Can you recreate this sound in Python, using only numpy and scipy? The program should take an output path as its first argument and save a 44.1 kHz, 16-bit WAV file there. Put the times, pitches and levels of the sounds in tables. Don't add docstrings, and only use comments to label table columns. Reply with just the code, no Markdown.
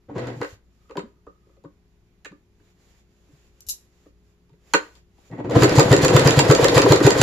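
import sys
import numpy as np
from scipy import signal
from scipy.fft import rfft, irfft, next_fast_len
from scipy.io import wavfile
from scipy.ndimage import uniform_filter1d

SR = 44100
rng = np.random.default_rng(int(sys.argv[2]) if len(sys.argv) > 2 else 0)


def store_wav(level_fs):
    pcm = np.round(np.clip(np.atleast_2d(level_fs), -1, 1) * 32767)
    wavfile.write(sys.argv[1], SR, pcm.T.astype(np.int16))


N = 318402
SIZE = next_fast_len(N + SR)
HZ = np.maximum(np.arange(SIZE // 2 + 1) * SR / SIZE, 1)

# (frequency [Hz], level [dB])
WIDTH = [(60, -9), (110, -34.5), (200, -11.5), (380, -12.5), (700, -3), (1290, -2.5), (2380, -0.5),
         (4400, -1), (8120, 0), (15000, -1)]
# (needle bar clack [s], its treble [dB], its low part [dB], chatter around it [dB],
# table thump peak [dB], hook click after the clack [s], hook click [dB], feed knock [dB])
STITCHES = [(5.5083, -35, -15.5, -33, -43, 0.052, -28, -18),
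            (5.6323, -12, -10.5, -12, -11, 0.061, -18.5, -20),
            (5.7941, -10.5, -9, -13, -2.5, 0.035, -17, -22),
            (5.9266, -11, -8.5, -14.5, -3, 0.038, -13, -24), (6.0472, -11, -8, -45, -11, 0.034, -11, -29),
            (6.1635, -10.5, -7, -29, -3, 0.031, -11.5, -27), (6.2724, -9, -6, -19, -4, 0.035, -10.5, -15),
            (6.3901, -7, -11, -33, -4.5, 0.044, -42, -14),
            (6.5106, -12.5, -2.5, -13, -3, 0.039, -10.5, -6.5),
            (6.6422, -8.5, -5, -43, -12.5, .041, -8.5, -8), (6.778, -10.5, -21, -13.5, -9, 0.04, -8.5, -7),
            (6.9204, -10, -7, -14.5, -4, 0.04, -14, -6.5),
            (7.0646, -9.5, -0.5, -17.5, -5.5, 0.041, -10, -10.5),
            (7.2134, -6.5, 7, -32, -10, 0.057, -40, -20)]


def amp(db):
    return 10 ** (np.asarray(db) / 20)


def rms_one(x):
    return x / np.sqrt(np.mean(x ** 2) + 1e-20)


def at_hz(points):
    hz, value = np.array(points).T
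    return np.interp(np.log(HZ), np.log(hz), value)


def through(x, response):
    return irfft(rfft(x, SIZE) * response, SIZE)[..., :N]


def band(x, low_hz, high_hz):
    return signal.sosfilt(signal.butter(2, [low_hz, high_hz], "band", fs=SR, output="sos"), x)


def resonance(hz, width_hz, at=HZ):
    return 1 / (1 + 1j * (at ** 2 - hz ** 2) / (at * width_hz))


def modes(table, at=HZ):
    return sum((-1) ** k * amp(db) * resonance(hz, width, at) for k, (hz, width, db) in enumerate(table))


def casing(at=HZ):
    # (frequency [Hz], width [Hz], level [dB])
    casing_modes = [(121, 26.4, 4), (299, 22.2, 11.5), (356.5, 69, 1.5), (409.2, 55.5, 6),
                    (494.5, 67, -1.5), (552, 32, 2.5), (617, 5.7, -10), (741, 35, -15), (976, 79, -9),
                    (1212, 64, -0.5), (1234, 140, -9), (1448, 79, -8), (1482, 68, -7.5), (1845, 70, -1.5),
                    (1886, 68, -4), (2121, 56, -4.5), (2340, 36, -29.5), (2770, 50, -6.5),
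                    (3150, 32, -16.5), (3670, 17, -4), (3841, 70, -7.5), (3788, 70, -4), (4210, 94, -20),
                    (4996, 220, -5), (5960, 14, -14)]
    between_db, top_hz = -11.5, 7300
    return modes(casing_modes, at) + amp(between_db) / (1 + 1j * at / top_hz)


def drift(rate_hz):
    knots_per_s = 400
    knots = rng.standard_normal(int(N / SR * knots_per_s) + 2)
    r = np.exp(-2 * np.pi * rate_hz / knots_per_s)
    slow = rms_one(signal.lfilter([1], [1, -2 * r, r * r], knots))
    return np.interp(np.arange(N) / SR * knots_per_s, np.arange(len(knots)), slow)


def spells(table, rise_s, fall_s):
    t = np.arange(N) / SR
    gain = np.zeros(N)
    for start, end, db in table:
        before = np.maximum(start - t, 0) / rise_s
        after = np.maximum(t - end, 0) / fall_s
        gain += amp(db) * np.exp(-before ** 2 - after ** 2)
    return gain


def random_taps(per_s, spread_db):
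    return (rng.random(N) < per_s / SR) * amp(spread_db * np.minimum(rng.exponential(1, N), 4))


def swings(table):
    push_s, lag_s, swing_s = 0.006, 0.002, 0.02
    t = np.arange(SR // 4) / SR
    out = np.zeros(N + SR)
    for s, db, hz in table:
        push = 1 - np.exp(-(t / push_s) ** 2)
        dying = np.exp(-(t / swing_s) ** 2) + 0.24 * np.exp(-t / 0.034)
        swing = -np.sin(2 * np.pi * hz * 0.91 * t * (1 + 4.0 * t)) * push * dying
        out[round((s + lag_s) * SR):][:len(t)] += amp(db) * swing / np.abs(swing).max()
    return out[:N]


def strikes(table, crack, crack_s, favour_db):
    # (lower edge [Hz], upper edge [Hz])
    band_edges = [(260, 830), (700, 2730), (2500, 8800), (8500, 16500)]
    band_ring = [1.3, 1.2, 0.97, 0.75, 0.96]
    # (frequency [Hz], width [Hz], level [dB])
    frame_ring = (4200, 200, -12)
    favoured_width_hz = 89
    size = 8192
    t = np.arange(size) / SR
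    out = np.zeros((2, N + size))
    at = np.maximum(np.arange(size // 2 + 1) * SR / size, 1)
    shell = casing(at)
    for row in table:
        s, low_db, middle_db, high_db, top_db, rise, t60, low_hz, middle_hz, pan_db = row
        noise = rng.standard_normal(size)
        favoured = [(low_hz, favoured_width_hz, 0), (middle_hz, favoured_width_hz, 0), frame_ring]
        body = shell * (1 + amp(favour_db) * modes(favoured, at))
        onset = 1 - np.exp(-t / max(rise, 1e-4))
        bottom, (start, end), *upper = band_edges
        split = min(1.207 * middle_hz, 0.9 * end)
        edges = [bottom, (start, split), *upper, (split, end)]
        above_mode_db = (middle_db + high_db) / 2 - 2.5
        weights_db = [low_db, middle_db, high_db, top_db, above_mode_db]
        hit = 0
        for (low, high), ring, weight_db in zip(edges, band_ring, weights_db):
            rattle = amp(-60 * t / (max(t60, 0.005) * ring))
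            push = noise * onset * (rattle + crack * np.exp(-t / crack_s))
            ringing = irfft(rfft(push) * body, size)
            part = band(band(ringing, low, high), low * 0.8, high * 1.2)
            hit = hit + amp(weight_db) * part / np.abs(part).max()
        first = round(s * SR)
        out[:, first:first + size] += hit * amp([[pan_db / 2], [-pan_db / 2]])
    return out[:, :N]


def air():
    # (frequency [Hz], level [dB])
    air_colour = [(12, -34), (20, -0.5), (60, -0.5), (177, -4), (248, -7.5), (410, -17), (573, -22),
                  (2190, -31.5), (6180, -38.5), (7100, -72), (8880, -43.5), (12100, -46.5), (16000, -48.5)]
    # (frequency [Hz], typical rms level [dB])
    hum_tones = [(59.2, -64), (96.9, -74), (177.6, -73), (355.3, -74.5), (414.5, -75)]
    air_db = -63.5
    t = np.arange(N) / SR
    rumble = amp(air_db) * rms_one(through(rng.standard_normal(N), amp(at_hz(air_colour))))
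    hum = np.zeros(N)
    for hz, db in hum_tones:
        level = np.sqrt(2) * amp(db + 2.0 * drift(2.7))
        hum += level * np.sin(2 * np.pi * hz * t + 0.5 * drift(0.56))
    return rumble + hum


def cloth():
    # (start [s], end [s], level [dB])
    swells = [(.24, .36, -69), (.45, .52, -56), (.82, 1.07, -79), (1.5, 1.54, -85), (2.67, 2.7, -75),
              (2.85, 2.99, -70), (3.17, 3.25, -79), (3.34, 3.46, -72), (3.56, 3.6, -76), (3.7, 3.85, -74.5),
              (3.97, 4.07, -75), (4.29, 4.31, -80), (4.72, 4.85, -63.5), (4.94, 4.97, -65.5),
              (5.23, 5.27, -68), (5.33, 5.36, -74)]
    # (frequency [Hz], density [dB per Hz])
    cloth_colour = [(290, -19.5), (500, -4), (570, -8.5), (649, -10.5), (1460, -14.5), (1590, -13.5),
                    (6140, -19), (6990, -23.5), (8570, -26), (16000, -33.5)]
    rest_db = -81
    level = amp(rest_db) + spells(swells, rise_s=0.074, fall_s=0.028)
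    brushing = rms_one(through(rng.standard_normal(N), amp(at_hz(cloth_colour))))
    return level * amp(0.72 * drift(18.0)) * brushing


def fidget():
    # (start [s], end [s], level [dB])
    fidgeting = [(.82, 1.37, -76.5), (1.47, 1.56, -77.5)]
    mode_hz, mode_width_hz = 1240, 93
    taps = random_taps(per_s=90, spread_db=3.6)
    ringing = rms_one(through(taps, resonance(mode_hz, mode_width_hz) ** 2))
    return spells(fidgeting, rise_s=0.037, fall_s=0.054) * ringing


def pins():
    # (time [s], starting level [dB], time to fall by 60 dB [s])
    pin_rattles = [(3.6062, -43.5, 0.016), (3.666, -51, 0.18), (3.687, -30.5, 0.11), (3.6918, -33, 0.036),
                   (3.697, -31.5, 0.023), (3.704, -38, 0.03), (3.7204, -45, 0.049)]
    # (frequency [Hz], width [Hz], level [dB])
    dish_modes = [(2900, 250, -8), (3900, 240, 0), (5460, 700, 3), (6400, 500, 0), (6700, 220, -7.5),
                  (7760, 1200, -2), (9800, 860, -1), (11500, 270, 4.5), (13400, 2000, -11)]
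    pan_db, low_hz = 9.5, 2600
    t = np.arange(N) / SR
    shake = np.zeros(N)
    for s, db, t60 in pin_rattles:
        shake += (t >= s) * amp(db - 60 * np.maximum(t - s, 0) / max(t60, 0.004))
    rattle = band(through(rng.standard_normal(N), modes(dish_modes) + amp(-34.0)), low_hz, 18000)
    return shake * rms_one(rattle) * amp([[pan_db / 2], [-pan_db / 2]])


def bumps():
    # (time [s], peak level [dB], nominal pitch [Hz])
    arm_bumps = [(0.36, -32.5, 129), (0.52, -39.5, 89), (0.972, -30, 166), (1.029, -36.5, 222),
                 (1.267, -50, 54.3), (1.646, -40, 148), (1.751, -57, 70.0), (2.307, -43, 180),
                 (2.599, -52, 57.6), (3.328, -46.5, 138), (3.666, -43, 60), (3.72, -53, 56),
                 (4.517, -47.5, 147), (4.741, -32, 169), (5.306, -35.5, 152)]
    return swings(arm_bumps)


def knocks():
    # (time [s], low band [dB], middle band [dB], high band [dB],
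    # loudest low mode [Hz], loudest middle mode [Hz], left above right [dB])
    blows = [(.095, -32.5, -68, -76, 296, 950, 0), (0.152, -32, -40, -56, 467, 969, -4),
             (0.181, -40, -68, -42, 420, 1900, 0), (0.271, -38, -47, -39, 480, 1910, 0),
             (0.414, -17, -21, -34, 483, 1640, 0.5), (.431, -29.5, -29, -37, 536, 1640, 3),
             (.446, -33, -29, -37, 480, 1520, 0), (.895, -36, -42.5, -55.5, 450, 1210, 2),
             (.909, -35.5, -37.5, -50.5, 530, 1260, -2), (0.954, -25.5, -33, -59, 515, 1240, -2),
             (0.97, -20.5, -21.5, -31.5, 394, 986, 2), (.992, -30, -32.5, -40.5, 490, 1250, -3),
             (1.018, -43, -62, -73, 417, 953, 6), (1.041, -47, -53, -77, 480, 1220, 3.5),
             (1.266, -34, -40, -67, 470, 1240, -1), (1.462, -53, -73, -78, 417, 1240, -1),
             (1.492, -53, -60.5, -76, 415, 1270, 1), (1.567, -52, -65, -68, 490, 1090, 2.1),
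             (1.638, -35.5, -70, -59, 535, 960, 2), (1.647, -36, -43, -70, 300, 1140, 3),
             (2.2472, -43, -36, -39.5, 328, 1730, -2.5), (2.256, -41, -37, -42, 490, 2200, 2),
             (2.318, -39.5, -47, -61.5, 294, 1180, -1), (2.599, -54, -62.5, -78, 318, 1650, -1.1),
             (3.285, -53.5, -75, -72, 270, 2240, -3.5), (4.057, -40.5, -55, -75, 530, 1200, 0),
             (4.494, -57, -59.5, -66, 417, 894, -5), (4.531, -56, -65, -67, 417, 942, -3),
             (4.7363, -11, -6.5, -11.5, 470, 1450, -1.5), (4.743, -17, -11.5, -24.5, 434, 1620, -3),
             (4.764, -24, -34, -31, 416, 1420, 4), (4.953, -65, -64, -51, 428, 1240, 14),
             (5.18, -56, -54, -68.5, 247, 794, 7), (5.313, -39.5, -66, -57, 371, 1040, 5)]
    top_db, rise_s, t60_s = -19, 0.0002, 0.043
    rows = []
    for s, low_db, middle_db, high_db, *rest in blows:
        rows.append((s, low_db, middle_db, high_db, high_db + top_db, rise_s, t60_s, *rest))
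    return strikes(rows, crack=4.9, crack_s=0.00081, favour_db=13.0)


def growl(pull, locked):
    body = casing()
    buzz = rms_one(band(through(pull * amp(3.0 * drift(40.0)), body), 95, 700))
    rough = rng.standard_normal(N) * amp(4.7 * drift(41.0))
    rumble = rms_one(band(through(rough, body + 0.4), 73, 607))
    return np.sqrt(locked) * buzz + np.sqrt(1 - locked) * rumble


def whirr(pull, locked, turning):
    # (frequency [Hz], density [dB per Hz])
    whirr_colour = [(290, -8.5), (500, 7.5), (718, -4), (807, -5.5), (1950, -11.5), (2360, -16.5),
                    (4870, -18), (5630, -22.5), (7100, -29.5), (8690, -30), (11600, -33), (16000, -58)]
    stroke_db, stroke_lead_s, stroke_s = 6.5, 0.0031, 0.015
    rattle_db, dull_hz = -8.5, 2460
    t = np.arange(N) / SR
    load = sum(np.exp(-((t - row[0] + stroke_lead_s) / stroke_s) ** 2) for row in STITCHES)
    teeth = amp(stroke_db * load) * rng.standard_normal(N)
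    teeth = teeth * (1 + 2.2 * locked * pull) * amp(2.0 * drift(45.0))
    body = casing()
    hiss = rms_one(through(teeth, amp(at_hz(whirr_colour)) * (1 + 0.95 * body)))
    play = random_taps(per_s=140, spread_db=3.9) * rng.choice([-1, 1], N)
    bright = hiss + amp(rattle_db) * rms_one(band(through(play, body), 360, 2420))
    dull = through(bright, 1 / (1 + 1j * HZ / dull_hz))
    return (1 - turning) * dull + turning * bright


def singing(pull):
    # (frequency [Hz], width [Hz], level [dB])
    loose_parts = [(745, 40, -6), (1000, 50, -5), (1500, 50, -8), (1940, 130, 0), (2220, 50, -4),
                   (2670, 60, -5), (3390, 55, -8), (4260, 110, -16)]
    # (start [s], end [s], level [dB])
    sings = [(.18, .33, -57), (5.315, 5.39, -56), (5.4, 5.49, -64)]
    tone = rms_one(through(rng.standard_normal(N) * (1 + pull), modes(loose_parts) ** 2))
    return tone * spells(sings, rise_s=0.004, fall_s=0.024)


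def motor():
    # (time [s], low growl [dB], gear whirr [dB])
    strain = [
        [(0.088, -41.5, -70), (0.096, -38.5, -95), (0.148, -38.5, -49), (0.182, -32, -30), (0.204, -34, -33.5),
         (0.308, -32.5, -37), (0.4, -42.5, -56), (0.41, -30.5, -58)],
        [(5.3, -47, -78), (5.316, -39, -70), (5.372, -36, -66), (5.486, -28.5, -42), (5.5, -21.5, -44)],
    ]
    # (time [s], low growl [dB], gear whirr [dB])
    run = [(5.51, -24.5, -34.5), (5.562, -19, -22), (5.68, -18, -24.5), (5.738, -22, -22.5),
           (5.972, -22.5, -24), (6.186, -18.5, -21.5), (6.562, -25.5, -22), (6.934, -21.5, -23),
           (7.22, -25.5, -24)]
    pull_hz, spin_up_s = 122.1, 0.063
    t = np.arange(N) / SR
    s, growl_db, whirr_db = np.transpose(np.vstack(strain + [run]))
    on = sum((t > part[0][0]) & (t < part[-1][0] + 0.011) for part in strain + [run])
    on = uniform_filter1d(np.minimum(on, 1.0), size=400)
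    run_start = run[0][0]
    locked = np.where(t < run_start, 0.3, 0.09)
    turning = np.clip((t - run_start) / spin_up_s, 0, 1)
    cycles = pull_hz * t + 0.025 * drift(20.0)
    pull = np.exp(7.0 * (np.cos(2 * np.pi * cycles) - 1))
    low = amp(np.interp(t, s, growl_db)) * growl(pull, locked)
    gears = amp(np.interp(t, s, whirr_db)) * whirr(pull, locked, turning)
    return singing(pull) + on * (low + gears)


def thumps():
    lead_s = 0.0216
    nominal_hz = 132
    return swings([(row[0] - lead_s, row[4], nominal_hz) for row in STITCHES])


def contact(s, db, kind):
    low_hz, middle_hz = rng.uniform(339, 562), rng.uniform(685, 1600)
    return (s, *np.add(db, kind[:4]), *kind[4:], low_hz, middle_hz, 0)


def contacts():
    # (low, middle, high and top band above the contact's level [dB],
    # rise [s, at least 0.0001], t60 before band ring [s, at least 0.005])
    clack = (0.5, -1.6, -1, -14.5, 0.09, -0.1279)
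    chatter = (8, 1.6, -4.5, -20.5, -0.16, 0.034)
    hook = (-7.5, -11.5, -1.5, -25, -0.1, -0.29)
    feed_knock = (-0.5, -8.5, -27, -35, -0.47, -0.2)
    feed_tick = (4.5, -1, -1, -16, 0.3, 0.09)
    chatter_gap_s, chatter_after_db = 0.011, -3
    knock_at, tick_at = 0.58, 0.73
    tick_db, tick_scatter_db = -22.5, 2.5
    rows = []
    for stitch, following in zip(STITCHES, STITCHES[1:] + [None]):
        s, db, low_db, chatter_db, _, hook_lag, hook_db, feed_db = stitch
        rows.append(contact(s - chatter_gap_s, chatter_db, chatter))
        rows.append(contact(s, [low_db, db, db, db], clack))
        if following:
            turn = following[0] - s
            rows.append(contact(s + chatter_gap_s, chatter_db + chatter_after_db, chatter))
            rows.append(contact(s + hook_lag, hook_db, hook))
            rows.append(contact(s + knock_at * turn, feed_db, feed_knock))
            rows.append(contact(s + tick_at * turn, tick_db + rng.normal(0, tick_scatter_db), feed_tick))
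    return strikes(rows, crack=1.5, crack_s=0.0017, favour_db=9)


def room(x):
    t60_s, level_db, wall_cut_hz, low_hz = 0.26, -10, 5400, 220
    t = np.arange(SR // 2) / SR
    tail = rng.standard_normal((2, len(t))) * amp(-60 * t / t60_s) * (1 - np.exp(-(t / 0.011) ** 2))
    tail = tail / np.sqrt(np.sum(tail ** 2) / 2)
    dulling = 1 / (1 + 1j * HZ / wall_cut_hz)
    low_cut = 1 / (1 - 1j * low_hz / HZ) ** 2
    mid, side = rfft(tail, SIZE) * dulling * low_cut
    side = side * amp(at_hz(WIDTH))
    return amp(level_db) * through(x, np.array([mid + side, mid - side]))


def spread(x):
    # (frequency [Hz], left above right [dB])
    lean = [(60, 2.5), (110, 0.5), (200, 0.5), (380, 0), (700, 4), (1290, -0.5), (2380, -7), (4400, 0),
            (8120, -6.5), (15000, 8)]
    t = np.arange(SR // 10) / SR
    near = rng.standard_normal(len(t)) * t * np.exp(-t / 0.009)
    near = near / np.sqrt(np.sum(near ** 2))
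    side = through(x.mean(axis=0), rfft(near, SIZE) * amp(at_hz(WIDTH)))
    return through(x + side * [[1], [-1]], amp(at_hz(lean) * [[0.5], [-0.5]]))


def scene():
    hands = cloth() + fidget() + pins() + bumps() + knocks()
    machine = motor() + thumps() + contacts()
    sources = machine + hands
    return spread(sources + air()) + room(sources.mean(axis=0))


def record(dry):
    # (frequency [Hz], width [Hz], level [dB])
    mic_peaks = [(7070, 370, 11), (9270, 230, -4.5), (10800, 5200, 3.5)]
    # (frequency [Hz], width [Hz], level [dB])
    mic_dip = (8630, 2300, -13.5)
    full_scale, cutoff_hz = 1.0, 16100
    colour = 1
    for hz, width, db in mic_peaks + [mic_dip]:
        colour = colour * (1 + (amp(db) - 1) * resonance(hz, width))
    clipped = np.clip(through(dry, colour), -full_scale, full_scale)
    return signal.sosfilt(signal.cheby2(12, 60, cutoff_hz, fs=SR, output="sos"), clipped)


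dry = scene()
out = record(dry)
store_wav(out)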